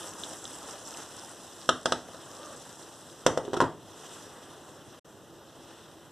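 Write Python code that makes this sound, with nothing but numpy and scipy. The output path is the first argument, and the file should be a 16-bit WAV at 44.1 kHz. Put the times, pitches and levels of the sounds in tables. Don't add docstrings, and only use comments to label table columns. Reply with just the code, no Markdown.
import sys
import numpy as np
from scipy import signal
from scipy.fft import rfft, irfft, next_fast_len
from scipy.io import wavfile
from scipy.ndimage import uniform_filter1d

SR = 44100
rng = np.random.default_rng(int(sys.argv[2]) if len(sys.argv) > 2 else 0)


def persist_wave(psi):
    counts = np.round(np.clip(psi, -1, 1) * 32767).astype(np.int16)
    wavfile.write(sys.argv[1], SR, np.atleast_2d(counts).T)


N = 269607

# time_s, fizz_db, lower_fizz_boost_db, simmer_db
PAN_LEVELS = [(0, -49.5, -6, -51.5), (.55, -51, -7.5, -52), (.8, -52.5, -0.5, -53), (1.3, -53.5, 1, -55.5),
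              (1.66, -52.5, 2, -59), (2.1, -56, -1, -54), (2.6, -52, 1, -56.5), (3.05, -55.5, 0, -58.5),
              (3.5, -60.5, 9.5, -61), (3.78, -63, 5, -62), (4.05, -51.5, 0, -53), (4.17, -50.5, 3, -53.5),
              (4.33, -57.5, 1, -55.5), (4.97, -62, 4.5, -60), (5.07, -65, -5, -65), (5.45, -66, 7, -65),
              (5.7, -61, 12.5, -61.5), (6.11, -66.5, 4, -63.5)]
# frequency_hz, gain_db
FIZZ_SPECTRUM = [(1500, -10), (2500, -7), (3500, -7.5), (5000, -3), (7500, 1), (9500, 0), (12000, -4),
                 (15000, -7.5)]
# frequency_hz, gain_db
SIMMER_SPECTRUM = [(150, -3), (350, -1.5), (600, 2), (1000, 3), (1500, -0.5), (2200, -2), (3500, -4.5),
                   (5000, -11)]
LID_SHUT_S = 3.6

def frying():
    time_s, *levels = np.transpose(PAN_LEVELS)
    fizz_db, boost_db, simmer_db = (np.interp(np.arange(N) / SR, time_s, db) for db in levels)
    shake_db = pan_shakes()
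    spit_gain = np.where(np.arange(N) < LID_SHUT_S * SR, .45, .2)
    steam = patchy_noise(patch_db=1.6, flicker_db=1.2)
    spits = bubbles(per_s=1200, spread_db=4.6, low_hz=3830, high_hz=14400, decay_cycles=1.0)
    juices = patchy_noise(patch_db=1.7, flicker_db=1.84)
    juices += 0.31 * bubbles(per_s=600, spread_db=1.2, low_hz=282.6, high_hz=2520, decay_cycles=3.9)
    juices = unit_rms(coloured(juices, SIMMER_SPECTRUM))
    fizz = unit_rms(coloured(steam + spit_gain * spits, FIZZ_SPECTRUM))
    lower_fizz = filtered(fizz, lambda hz: 1 / (1 + (hz / 4500) ** 8))
    fizz += (amp(boost_db) - 1) * lower_fizz
    return fizz * amp(fizz_db + shake_db) + juices * amp(simmer_db + 0.65 * shake_db)


def bubbles(per_s, spread_db, low_hz, high_hz, decay_cycles):
    strength = amp(spread_db * np.minimum(rng.exponential(1, N), 5))
    onsets = strength * (rng.random(N) < per_s / SR)
    pitch_index = rng.integers(0, 16, N)
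    t, out = np.arange(700) / SR, np.zeros(N)
    for k, hz in enumerate(np.geomspace(low_hz, high_hz, 16)):
        ring = np.sin(2 * np.pi * hz * t) * np.exp(-t * hz / decay_cycles)
        out += signal.oaconvolve(onsets * (pitch_index == k), ring)[:N]
    return unit_rms(out)


# start_s, hold_s, fizz_rise_db
SHAKES = [(0, 0.071, 4.5), (0.212, .14, 3.5), (0.457, 0.15, 2.5), (0.681, 0.035, 5.5), (0.87, 0.043, 5),
          (0.974, 0.041, 6), (1.12, 0.18, 2)]

def pan_shakes(rise_s=0.029, fall_s=0.061):
    t, lift_db = np.arange(N) / SR, np.zeros(N)
    for start_s, hold_s, rise_db in SHAKES:
        rising, falling = (t - start_s) / rise_s + 1, (start_s + hold_s - t) / fall_s + 1
        lift_db += rise_db * np.clip(np.minimum(rising, falling), 0, 1)
    return lift_db


# time_s, peak_db, pitch_hz
WATER_POPS = [(.2, -34, 7900), (.2364, -28, 3640), (.443, -28.5, 7150), (.4539, -32, 3600),
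              (0.711, -33.5, 5800), (.8525, -38, 5760), (.875, -30, 7400), (.947, -38.5, 2660),
              (1.1667, -37, 7700), (1.193, -41, 7500)]

def water_pops(cycles=6.6):
    out = np.zeros(N)
    for time_s, peak_db, hz in WATER_POPS:
        turns = np.arange(int(cycles / hz * SR)) * hz / SR
        swell = np.sin(np.pi * turns / cycles) ** 2
        add(out, time_s - .0005, amp(peak_db) * swell * np.sin(2 * np.pi * turns))
    return out


# start_s, ring_peak_db, centre_hz, relative_crack_db
LID_CONTACTS = [(3.2643, -2.5, 550, -6), (3.3748, -12.5, 553, -12.5), (3.451, -33.5, 395, -6),
                (3.480, -26, 390, -30), (3.533, -19.5, 420, -11), (3.541, -20.5, 760, -11),
                (3.567, -30.5, 1270, -3), (3.572, -24, 353, -8.5), (3.6035, -2.5, 810, -18.5),
                (3.613, -15.5, 970, -9), (3.622, -12, 325, -18), (3.641, -17, 870, -21),
                (3.648, -26, 600, -29)]
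# pitch_hz, level_db, t60_s
LID_MODES = [(58.3, -5, 0.47), (100, -14, 0.18), (155.6, 0, 0.36), (186, 13, .1), (271, 2, 0.15),
             (349, -7, 0.31), (363, 2.5, 0.14), (403, 1, 0.14), (491.4, -3, 0.18), (485, -2, 0.072),
             (518.4, 3, 0.12), (565, 4.5, 0.081), (644, -34, 0.033), (770, -5, 0.079), (880, -7.5, 0.1),
             (967, 2, 0.064), (1043, 4, 0.08), (1315, 6, 0.049), (1410, 4, 0.083), (1630, 6.5, 0.024)]
# frequency_hz, gain_db
LID_CRACK = [(400, 1.5), (1200, -2), (3300, 0), (6000, -3), (8000, -5), (11000, -10), (15000, -19)]

def glass_lid():
    return blows(LID_CONTACTS, LID_MODES, LID_CRACK, crack_t60_s=0.042, reach_octaves=0.76, room_db=-2)


# start_s, ring_peak_db, centre_hz, relative_crack_db
TOOL_KNOCKS = [(1.691, -1, 990, -7), (1.8575, -7, 990, -5), (1.922, -7.5, 990, -5), (2.088, -35, 450, -26),
               (2.146, -34.5, 736, -7)]
# pitch_hz, level_db, t60_s
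TOOL_MODES = [(119, -17, 0.097), (169, -11, 0.098), (252, -2, 0.31), (322, -1.5, 0.19), (390, -1, 0.18),
              (538, 20, 0.025), (640, 8, 0.065), (866, -2.5, 0.11), (1180, -10, 0.1), (1260, 16.5, 0.035),
              (1433, 15, 0.023), (2790, 10.5, 0.032), (3100, 7, 0.041), (3400, 9, 0.032),
              (4010, 2.5, 0.047), (5000, -6, 0.023)]
# frequency_hz, gain_db
TOOL_CRACK = [(400, -20), (1200, 9), (2200, -17.5), (3400, 4.5), (6000, -3.5), (8000, -4.5), (11000, -14.5),
              (15000, -27)]

def tool_knocks():
    return blows(TOOL_KNOCKS, TOOL_MODES, TOOL_CRACK, crack_t60_s=0.026, reach_octaves=4.9, room_db=-2.5)


def blows(events, modes, crack_spectrum, crack_t60_s, reach_octaves, room_db):
    t, direct, room_feed = np.arange(12000) / SR, np.zeros(N), np.zeros(N)
    hz, mode_db, t60_s = np.transpose(modes)[:, :, None]
    tones = amp(mode_db - 60 * t / t60_s) * np.sin(2 * np.pi * hz * t + np.pi / 4)
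    attack = np.minimum(t / 0.00027, 1)
    for start_s, peak_db, centre_hz, crack_db in events:
        reach = reach_octaves * amp(0.38 * peak_db)
        excitation = (1 + (np.log2(hz / centre_hz) / reach) ** 2) ** -1.5
        ring = (excitation * tones).sum(0)
        crack = unit_rms(coloured(rng.standard_normal(len(t)), crack_spectrum))
        crack *= amp(crack_db - 60 * t / crack_t60_s)
        blow = amp(peak_db) * (ring / abs(ring).max() + .5 * crack) * attack
        add(direct, start_s, blow)
        add(room_feed, start_s, blow * amp(room_db - 60 * t / .014))
    return np.array([direct, room_feed])


# time_s, upper_band_db, upper_band_hz
DRAG_PATH = [(2.262, -73, 1100), (2.33, -63, 1140), (2.45, -59, 1190), (2.55, -60.5, 1150),
             (2.62, -73, 1180)]

def whistling_drag():
    time_s, level_db, pitch_hz = np.transpose(DRAG_PATH)
    t, out = np.arange(time_s[0], time_s[-1], 1 / SR), np.zeros(N)
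    rub = rng.standard_normal(len(t))
    hz = np.interp(t, time_s, pitch_hz)
    upper = unit_rms(resonate(rub, hz, width_hz=55))
    lower = amp(5.0) * unit_rms(resonate(rub, 0.475 * hz, width_hz=77))
    add(out, time_s[0], amp(np.interp(t, time_s, level_db)) * (upper + lower))
    return out


def soft_thump(start_s=4.879, level_db=-50, pitch_hz=111, t60_s=0.11):
    t, out = np.arange(12000) / SR, np.zeros(N)
    add(out, start_s, amp(level_db - 60 * t / t60_s) * np.sin(2 * np.pi * pitch_hz * t))
    return out


# frequency_hz, gain_db
FAN_SPECTRUM = [(20, -11), (50, -6.5), (100, -5), (200, -6), (330, -2.5), (550, -4.5), (1000, -14.5),
                (2000, -19.5), (4000, -22.5), (9000, -27), (15000, -13.5)]
# pitch_hz, width_hz, boost_db
FAN_PEAKS = [(103, 17.5, 6.6), (143, 7.5, 4.6), (332.5, 5.3, 9.7)]

def fan_hum(level_db=-53.5):
    def colour(hz):
        peaks_db = sum(db / (1 + (2 * (hz - pitch) / width) ** 2) for pitch, width, db in FAN_PEAKS)
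        return amp(curve_at(FAN_SPECTRUM, hz) + peaks_db)
    wash = patchy_noise(patch_db=0.51, flicker_db=0.43)
    return amp(level_db) * unit_rms(filtered(wash, colour))


# frequency_hz, t60_s
KITCHEN_DECAY = [(100, 0.46), (500, 0.35), (1500, 0.24), (4000, 0.3), (10000, 0.29)]

def kitchen_reverb(x):
    taps = np.zeros(SR // 2)
    arrivals = np.arange(120, len(taps) - 20, 20) + rng.integers(0, 20, (len(taps) - 121) // 20)
    taps[arrivals] = rng.choice([-1., 1.], len(arrivals))
    hz, t, bands = signal.stft(taps, SR, nperseg=256)
    decay = amp(-60 * t / curve_at(KITCHEN_DECAY, hz)[:, None])
    tail = signal.istft(bands * decay, SR, nperseg=256)[1]
    return signal.fftconvolve(x, tail / np.linalg.norm(tail))[:N]


def amp(db):
    return 10 ** (np.asarray(db) / 20)


def unit_rms(x):
    return x / np.sqrt(np.mean(x ** 2) + 1e-20)


def curve_at(table, hz):
    table_hz, value = np.transpose(table)
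    return np.interp(np.log(hz + 1), np.log(table_hz + 1), value)


def add(mix, start_s, sound):
    part = mix[round(start_s * SR):][:len(sound)]
    part += sound[:len(part)]


def filtered(x, gain):
    size = next_fast_len(x.shape[-1] + 4096)
    return irfft(rfft(x, size) * gain(np.fft.rfftfreq(size, 1 / SR)), size)[..., :x.shape[-1]]


def coloured(x, spectrum):
    return filtered(x, lambda hz: amp(curve_at(spectrum, hz)))


def resonate(x, hz, width_hz):
    carrier = np.exp(2j * np.pi * np.cumsum(hz) / SR)
    pole = np.exp(-np.pi * width_hz / SR)
    return 2 * (carrier * signal.lfilter([1 - pole], [1, -pole], x / carrier + 1e-18)).real


def patchy_noise(patch_db, flicker_db):
    frames = N // 64 + 5
    real, imag, patches = rng.standard_normal((frames, 129, 3)).T
    patches = unit_rms(uniform_filter1d(uniform_filter1d(patches, size=8, axis=0), size=24, axis=1))
    flicker = unit_rms(uniform_filter1d(rng.standard_normal(frames), size=9))
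    bands = (real + 1j * imag) * amp(patch_db * patches + flicker_db * flicker)
    return unit_rms(signal.istft(bands, nperseg=256, noverlap=192)[1][:N])


def scene():
    strikes, room_feed = tool_knocks() + glass_lid()
    pops = water_pops()
    mix = frying() + pops + strikes + fan_hum() + whistling_drag() + soft_thump()
    mix += kitchen_reverb(room_feed + amp(-12.0) * pops)
    return np.array([mix, mix])


# frequency_hz, strength_ratio
HOUSING_ECHO = [(300, 0), (1200, 0.42), (2250, 0.8), (4500, 0.51), (6800, 0.35), (9000, 0.16), (13500, 0)]

def housing_echo(x, spacing_hz=2272):
    return filtered(x, lambda hz: 1 - curve_at(HOUSING_ECHO, hz) * np.exp(-2j * np.pi * hz / spacing_hz))


# frequency_hz, side_gain_db
STEREO_WIDTH = [(60, -7), (110, -7), (200, -13.5), (380, -16.5), (700, -25), (850, -43), (3700, -41),
                (4300, -8), (8000, -5), (10000, -6), (11500, -11), (15000, -20)]

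def side_signal(x):
    hz, t, bands = signal.stft(x, SR, nperseg=256)
    start_phase = 2 * np.pi * rng.random((1, len(hz)))
    phase = start_phase + np.cumsum(0.692 * rng.standard_normal((len(t), len(hz))), axis=0)
    drifted = signal.istft(bands * np.exp(1j * phase.T), SR, nperseg=256)[1][:N]
    return coloured(unit_rms(drifted) * x.std(), STEREO_WIDTH)


def gain_control(x, threshold_db=-28, detector_fall_db_per_s=53.0):
    power_db = 10 * np.log10(abs(uniform_filter1d(x ** 2, size=400)) + 1e-12)
    fall_db = np.arange(N) * detector_fall_db_per_s / SR
    held_db = np.maximum.accumulate(power_db + fall_db) - fall_db
    over_db = np.maximum(held_db - threshold_db, 0)
    return amp(-.25 * uniform_filter1d(over_db, size=200))


def dropout(start_s=4.990, end_s=5.051, fade_s=0.0061):
    t = np.arange(N) / SR
    return np.clip(np.maximum(start_s - t, t - end_s) / fade_s + 1, 0, 1)


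# frequency_hz, gain_db
MICROPHONE_RESPONSE = [(20, -15), (60, -2), (150, 5), (8000, 1.47), (10500, -5), (15000, -14)]

def record(dry):
    sound = coloured(dry.mean(0), MICROPHONE_RESPONSE)
    mid, side = housing_echo(sound), side_signal(sound)
    stereo = np.array([mid + side, mid - side]) * gain_control(mid) * dropout()
    lowpass = signal.firwin(511, cutoff=14350, window=("kaiser", 9), fs=SR)
    return signal.oaconvolve(stereo, lowpass[None], "same")


dry = scene()
out = record(dry)
persist_wave(out)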